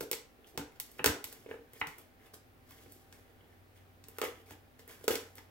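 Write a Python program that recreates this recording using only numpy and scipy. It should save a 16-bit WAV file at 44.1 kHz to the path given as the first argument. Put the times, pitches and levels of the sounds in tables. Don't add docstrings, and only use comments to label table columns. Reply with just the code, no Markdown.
import sys
import numpy as np
from scipy import signal
from scipy.fft import rfft, irfft
from scipy.io import wavfile
from scipy.ndimage import uniform_filter1d

SR = 44100
rng = np.random.default_rng(int(sys.argv[2]) if len(sys.argv) > 2 else 0)


def inscribe(sig):
    pcm = np.round(np.clip(np.atleast_2d(sig).T, -1, 1) * 32767)
    wavfile.write(sys.argv[1], SR, pcm.astype(np.int16))


N = 242575

# (frequency [Hz], relative level [dB], time to fall 60 dB [s])
CARCASS_MODES = [(403, -5, 0.032), (453, 5.5, 0.035), (481, 1.5, 0.041), (590, -12.5, 0.054)]


def gain_of(db):
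    return 10 ** (np.asarray(db) / 20)


def evened(x):
    return x / np.sqrt(np.mean(x ** 2) + 1e-20)


def early(x):
    return x / np.sqrt(np.mean(x[:SR // 50] ** 2))


def read(points, hz):
    f, value = np.transpose(points)
    return np.interp(np.log(hz + 1), np.log(f + 1), value)


def add(mix, s, sound):
    part = mix[round(s * SR):][:len(sound)]
    part += sound[:len(part)]


def band(x, lo_hz, hi_hz):
    return signal.sosfilt(signal.butter(4, [lo_hz, min(hi_hz, SR / 2.1)], "band", fs=SR, output="sos"), x)


def ring(modes, t, rise_s):
    sines = sum(gain_of(db - 60 * t / t60) * np.sin(2 * np.pi * hz * t) for hz, db, t60 in modes)
    return (1 - np.exp(-t / rise_s)) * sines


def air():
    # (frequency [Hz], relative level [dB per Hz])
    spectrum = [(18, -24), (30, 12), (43, -16), (98, -4), (174, -12.5), (239, -9.5), (336, -10),
                (393, -11.5), (664, -14.5), (777, -15), (934, -19.5), (1750, -19), (7430, -36.5),
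                (14700, -29), (15900, -25.5)]
    # (frequency [Hz], left-right likeness [-1 to 1])
    likeness = [(60, 0.87), (180, 0.3), (550, 0.38), (1650, -0.21), (4970, 0.26), (15000, -0.27)]
    level_db = -62.5
    frames, hz = N // 512 + 5, np.fft.rfftfreq(2048, 1 / SR)
    a, b, c, d, patches = rng.standard_normal((frames, 1025, 5)).T
    patches = evened(uniform_filter1d(uniform_filter1d(patches, 24, 0), 8, 1))
    same = np.clip(read(likeness, hz), -1, 1)[:, None]
    left = a + 1j * b
    right = same * left + np.sqrt(1 - same ** 2) * (c + 1j * d)
    z = np.array([left, right]) * gain_of(read(spectrum, hz)[:, None] + 0.5 * patches)
    return gain_of(level_db) * evened(signal.istft(z, nperseg=2048, noverlap=1536)[1][:, :N])


def waver(hz, width_hz, steady):
    r = np.exp(-np.pi * width_hz / SR)
    noise = rng.standard_normal(N) + 1j * rng.standard_normal(N)
    slow = signal.lfilter([1 - r], [1, -r], noise)
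    carrier = np.exp(2j * np.pi * hz * np.arange(N) / SR)
    return evened(((slow / np.std(slow) + steady) * carrier).real)


def appliance():
    # (time [s], level [dB])
    swell = [(0.0, -83), (1.7, -79), (2.0, -72), (3.3, -66.5), (4.3, -62.5), (4.8, -69), (5.5, -66.5)]
    # (frequency [Hz], width [Hz], level [dB])
    tones = [(54.2, 26, -74), (252, 9.6, -75), (779, 3, -78.5)]
    s, db = np.transpose(swell)
    out = gain_of(np.interp(np.arange(N) / SR, s, db)) * waver(93.4, 2.6, steady=4.2)
    for hz, width_hz, tone_db in tones:
        out += gain_of(tone_db) * waver(hz, width_hz, steady=2.2)
    return out


def grains(per_s, spread_db):
    size = gain_of(spread_db * np.minimum(rng.exponential(1, N), 4))
    return rng.standard_normal(N) * size * (rng.random(N) < per_s / SR)


def rubbing():
    # (time of full strength [s], rise [s], hold [s], fall [s], fizz level [dB],
    #  scrape relative to fizz [dB], squelch relative to fizz [dB])
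    strokes = [(.008, 0.024, 0.03, 0.016, -52, -9.5, 3.5), (0.443, .04, 0.0042, 0.026, -77, 10.5, 8),
               (0.472, 0.019, .005, 0.098, -59.5, -9.5, -4), (0.552, 0.035, .005, 0.012, -74.5, 2, 21),
               (0.716, 0.0065, 0.0055, 0.031, -67, -3, -1), (0.757, 0.028, 0.0054, .04, -68, 0, -6),
               (0.85, 0.011, 0.12, 0.22, -66.5, -6.5, -5), (0.988, .015, 0.0029, 0.0073, -55.5, 5.5, -10),
               (1.056, 0.0035, .004, 0.26, -51, -6.5, 9), (1.27, 0.0051, 0.0034, 0.13, -56.5, -8, -6),
               (1.317, 0.011, 0.0055, 0.43, -62, -3.5, 0.5), (1.508, .07, 0.012, .1, -67.5, 3.5, 0),
               (1.755, 0.073, 0.017, .03, -63.5, 1, -1), (1.805, 0.082, 0.012, .006, -55, -16, -23),
               (1.88, .006, .005, 0.23, -60.5, -0.5, 2), (1.982, 0.0053, .005, 0.15, -64.5, -3, -3),
               (2.201, 0.035, 0.016, 0.047, -83, 12.5, 16), (2.262, 0.12, .005, 0.053, -66, 0, -5),
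               (2.337, .008, 0.0037, 0.061, -52.5, -11.5, -11),
               (2.714, 0.11, 0.0042, 0.016, -60, -4, -17.5), (2.721, 0.022, .1, 0.36, -65.5, -3, -4.5),
               (2.941, 0.15, 0.0055, 0.31, -66, -19, -1), (3.132, .04, .005, 0.32, -66.5, -2.5, -0.5),
               (3.298, 0.056, 0.009, 0.024, -82.5, 7.5, 19), (3.398, .02, 0.0082, 0.13, -95, 24, 17),
               (3.523, 0.16, 0.0041, 0.11, -77.5, 3.5, 7), (3.765, .05, .005, 0.13, -69.5, 1, -6),
               (4.084, 0.096, .005, .14, -68.5, -0.5, -6), (4.17, 0.093, .006, .006, -65, -6, -22),
               (4.236, .006, 0.0045, 0.11, -43.5, -2.5, -14), (4.408, 0.35, .01, .01, -70, 2, 9),
               (4.46, .008, 0.063, .03, -66, -9, -3), (4.507, 0.034, 0.0038, 0.1, -60.5, 1, -3),
               (4.791, .006, 0.0046, 0.098, -61.5, -4.5, -5), (4.89, 0.026, 0.0066, 0.23, -54, -3.5, -4.5),
               (5.042, 0.047, .005, 0.023, -58, -4, -2), (5.107, 0.0066, 0.0035, .13, -37.5, -3.5, -7.5),
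               (5.193, .04, 0.018, 0.37, -65, -3, 4), (5.366, .006, 0.015, 0.09, -62, -0.5, -7)]
    # (frequency [Hz], relative level [dB per Hz])
    fizz_spectrum = [(1940, -32), (3300, -5), (4960, 0.5), (8850, -3), (9580, -2.5), (11800, 1.5),
                     (15900, -1.5)]
    pops_hz = [1108, 1559, 1900, 2210, 3090]
    depth_db = -35.5

    fine = grains(3000, 2.1)
    fizz = evened(irfft(rfft(fine) * gain_of(read(fizz_spectrum, np.fft.rfftfreq(N, 1 / SR))), N))
    scrape = evened(sum(band(grains(500, 4.2), hz / 1.15, hz * 1.144) for hz in pops_hz))
    wet = band(grains(900, 4.3), 226, 720)
    cavity = ring(CARCASS_MODES, np.arange(4096) / SR, 0.0095)
    hollow = signal.oaconvolve(wet, cavity)[:N]
    squelch = evened(evened(wet) + 0.9 * evened(hollow))

    out, t = np.zeros(N), np.arange(N) / SR
    for s, rise, hold, fall, fizz_db, scrape_db, squelch_db in strokes:
        away = np.maximum(np.maximum((s - t) / rise, (t - s - hold) / fall), 0)
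        strength = gain_of(fizz_db + depth_db * np.minimum(away, 10))
        out += strength * (fizz + gain_of(scrape_db) * scrape + gain_of(squelch_db) * squelch)
    return out


def splinter(t, t60):
    shape = gain_of(-60 * t / t60) * (t / (t + 0.00047)) ** 2
    burst = rng.standard_normal(len(t))
    for _ in range(3):
        z = rfft(burst * shape)
        burst = irfft(z / (abs(z) + 1e-9), len(t))
    return burst * np.sqrt(shape)


def crack(crack_db, snap_db, knock_db, knock_hz, cavity_db, thud_db, t60):
    # (frequency [Hz], relative level before the band filter [dB], time to fall 60 dB [s])
    board_modes = [(67, 4, 0.064), (100, -5.5, 0.11), (147.8, 4.5, 0.039)]
    # (frequency [Hz], relative level [dB], time to fall 60 dB [s])
    bulk_modes = [(289.7, 0, 0.11)]
    # (frequency [Hz], level relative to the crack or snap around it [dB])
    blade_modes = [(4500, -14), (5500, -12.5), (8200, -16), (12200, -15)]
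    t = np.arange(SR // 4) / SR
    burst = splinter(t, t60)
    bone = early(band(burst, 750, 2744)) + 0.73 * early(band(burst, knock_hz * 0.85, knock_hz * 1.192))
    bone += 0.43 * early(band(burst, 820, 982))
    top_hz = 3700 if snap_db is None else 8740
    bulk_db = (cavity_db + thud_db) / 2 - 4.5
    parts = [(thud_db, band(ring(board_modes, t, 0.00235), 69, 350)),
             (bulk_db, ring(bulk_modes, t, 0.0076)),
             (cavity_db, ring(CARCASS_MODES, t, 0.0023)),
             (knock_db, bone),
             (crack_db, band(burst, 2854, top_hz))]
    if snap_db is not None:
        parts.append((snap_db, band(burst, 10900, 25000)))
        for hz, db in blade_modes:
            around_db = crack_db if hz < 7000 else snap_db
            parts.append((around_db + db, band(burst, hz * 0.951, hz * 1.064)))
    return sum(gain_of(db) * early(part) for db, part in parts)


def tail():
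    # (frequency [Hz], time to fall 60 dB [s])
    decay = [(100, 0.23), (400, 0.29), (1040, 0.4), (2760, 0.33), (7280, 0.3), (15000, 0.19)]
    # (frequency [Hz], left-right likeness [0 to 1])
    likeness = [(60, 1), (300, 0.93), (550, 0.83), (1000, 0.16), (3000, 0.11)]
    taps = np.zeros((2, SR))
    at = np.arange(120, SR - 20, 10) + rng.integers(0, 10, (2, (SR - 131) // 10))
    np.put_along_axis(taps, at, rng.choice([-1., 1.], at.shape), 1)
    spec = rfft(taps)
    same = np.clip(read(likeness, np.fft.rfftfreq(SR, 1 / SR)), 0, 1)
    spec[1] = same * spec[0] + np.sqrt(1 - same ** 2) * spec[1]
    hz, t, z = signal.stft(irfft(spec, SR), SR, nperseg=256)
    fading = z * gain_of(-60 * t / read(decay, hz)[:, None])
    out = signal.istft(fading, SR, nperseg=256)[1]
    return gain_of(-3) * out / np.linalg.norm(out[0])


def kitchen(x):
    # (frequency [Hz], phase by which the left port leads [rad])
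    port_phase = [(200, .05), (1200, 0.92), (4000, 1.79), (15000, 1.66)]
    # (left delay [s], right delay [s], level [dB])
    echoes = [(.0035, 0.0031, -9), (.0064, 0.0064, -33.5), (.009, 0.0082, -14.5), (0.014, 0.0096, -18.5)]
    hz, first = np.fft.rfftfreq(128, 1 / SR), np.zeros((2, 1024))
    lead = read(port_phase, hz) / 2 * np.array([[1], [-1]])
    direct = irfft(np.exp(1j * (lead - 2 * np.pi * hz * 16 / SR)), 128)
    first[:, :128] = gain_of([[-.7], [.7]]) * direct
    for left_s, right_s, db in echoes:
        first[[0, 1], [round(left_s * SR), round(right_s * SR)]] += gain_of(db)
    turn = 2 * np.pi * 7 * np.arange(N) / SR
    paths = [(x, first)]
    for k in range(3):
        share = np.sqrt(2 / 3) * np.cos(turn + k * np.pi / 3)
        paths.append((x * share, tail()))
    return sum(signal.oaconvolve(v[None], path, axes=1)[:, :N] for v, path in paths)


def scene():
    # (time [s], crack level [dB], snap level [dB], knock level [dB],
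    #  knock frequency [Hz], cavity level [dB], thud level [dB])
    cracks = [(0.007, -52, -46, -49.5, 1460, -41.5, -53.5), (0.113, -43.5, -34.5, -50, 2030, -42, -84),
              (0.129, -43, -45, -46.5, 1950, -47, -63), (0.575, -45.5, -44, -44.5, 860, -45, -47),
              (0.799, -48.5, -39.5, -56, 1910, -66, -78), (0.915, -84, -59.5, -80, 1990, -75, -79),
              (1.042, -36.5, -34, -31.5, 1580, -35, -66), (1.059, -31.5, -28, -33.5, 1405, -34, -42),
              (1.241, -48.5, -42, -54, 1950, -66, -62), (1.326, -63, -52.5, -64, 1640, -63, -73),
              (1.733, -73, -57, -69, 1870, -63.5, -70), (1.87, -56.5, -53, -54, 2110, -77, -55.5),
              (1.983, -72, -55, -69, 1400, -77, -70), (2.34, -66.5, -64, -72.5, 1390, -78, -72),
              (2.708, -72, -60, -64.5, 1100, -79, -68), (2.921, -75, -55.5, -86, 848, -82, -83),
              (3.125, -63.5, -65, -65, 1560, -70, -69), (4.039, -63.5, -67, -69, 2960, -77, -65.5),
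              (4.084, -67.5, -53.5, -71, 1040, -62, -86), (4.184, -57, -46, -48, 1320, -46.5, -90),
              (4.215, -46, -44.5, -40.5, 1226, -37, -73), (4.507, -66, -62, -56.5, 890, -61.5, -61),
              (4.794, -67.5, -75, -74.5, 2300, -66, -71), (4.877, -80, -56, -67, 1720, -62.5, -80),
              (5.01, -79, -75, -68, 1060, -66, -66), (5.041, -64, -57, -71, 1330, -48, -78),
              (5.079, -38, -34.5, -36.5, 1404, -28.5, -74), (5.154, -43.5, -43.5, -47, 2070, -55, -64),
              (5.354, -71, -57, -81, 995, -74, -80), (5.381, -63.5, -65, -59, 900, -65, -72)]
    # (time [s], knock level [dB], knock frequency [Hz],
    #  cavity level [dB], thud level [dB])
    knocks = [(0.389, -77, 1360, -64, -77), (0.593, -54, 1485, -50, -54), (0.61, -54.5, 1500, -60, -61),
              (0.992, -43, 2330, -49.5, -62), (1.0, -56, 2360, -50, -53), (1.073, -38, 1830, -54, -52),
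              (1.089, -58, 1750, -43.5, -44), (1.461, -64, 2100, -49.5, -72), (1.489, -63, 1950, -52, -69),
              (1.511, -50, 1590, -44, -63), (1.54, -62, 1340, -50, -78), (1.593, -74, 2190, -57, -68),
              (1.813, -34, 1900, -51.5, -55), (2.86, -68, 2060, -60, -65), (4.226, -43, 2640, -46.5, -71),
              (4.236, -47.5, 1320, -36.5, -75), (5.104, -48, 1880, -33.5, -53),
              (5.139, -50, 1970, -43, -58)]
    crack_t60_s, knock_t60_s = .0075, 0.016
    muffled_db = -19
    near = rubbing()
    for s, *row in cracks:
        add(near, s, crack(*row, crack_t60_s))
    for s, knock_db, *row in knocks:
        add(near, s, crack(knock_db + muffled_db, None, knock_db, *row, knock_t60_s))
    return kitchen(near) + air() + appliance()


def record(dry):
    low_pass = signal.firwin(255, 16050, window=("kaiser", 9), fs=SR)
    return signal.oaconvolve(dry, low_pass[None], "same")


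dry = scene()
out = record(dry)
inscribe(out)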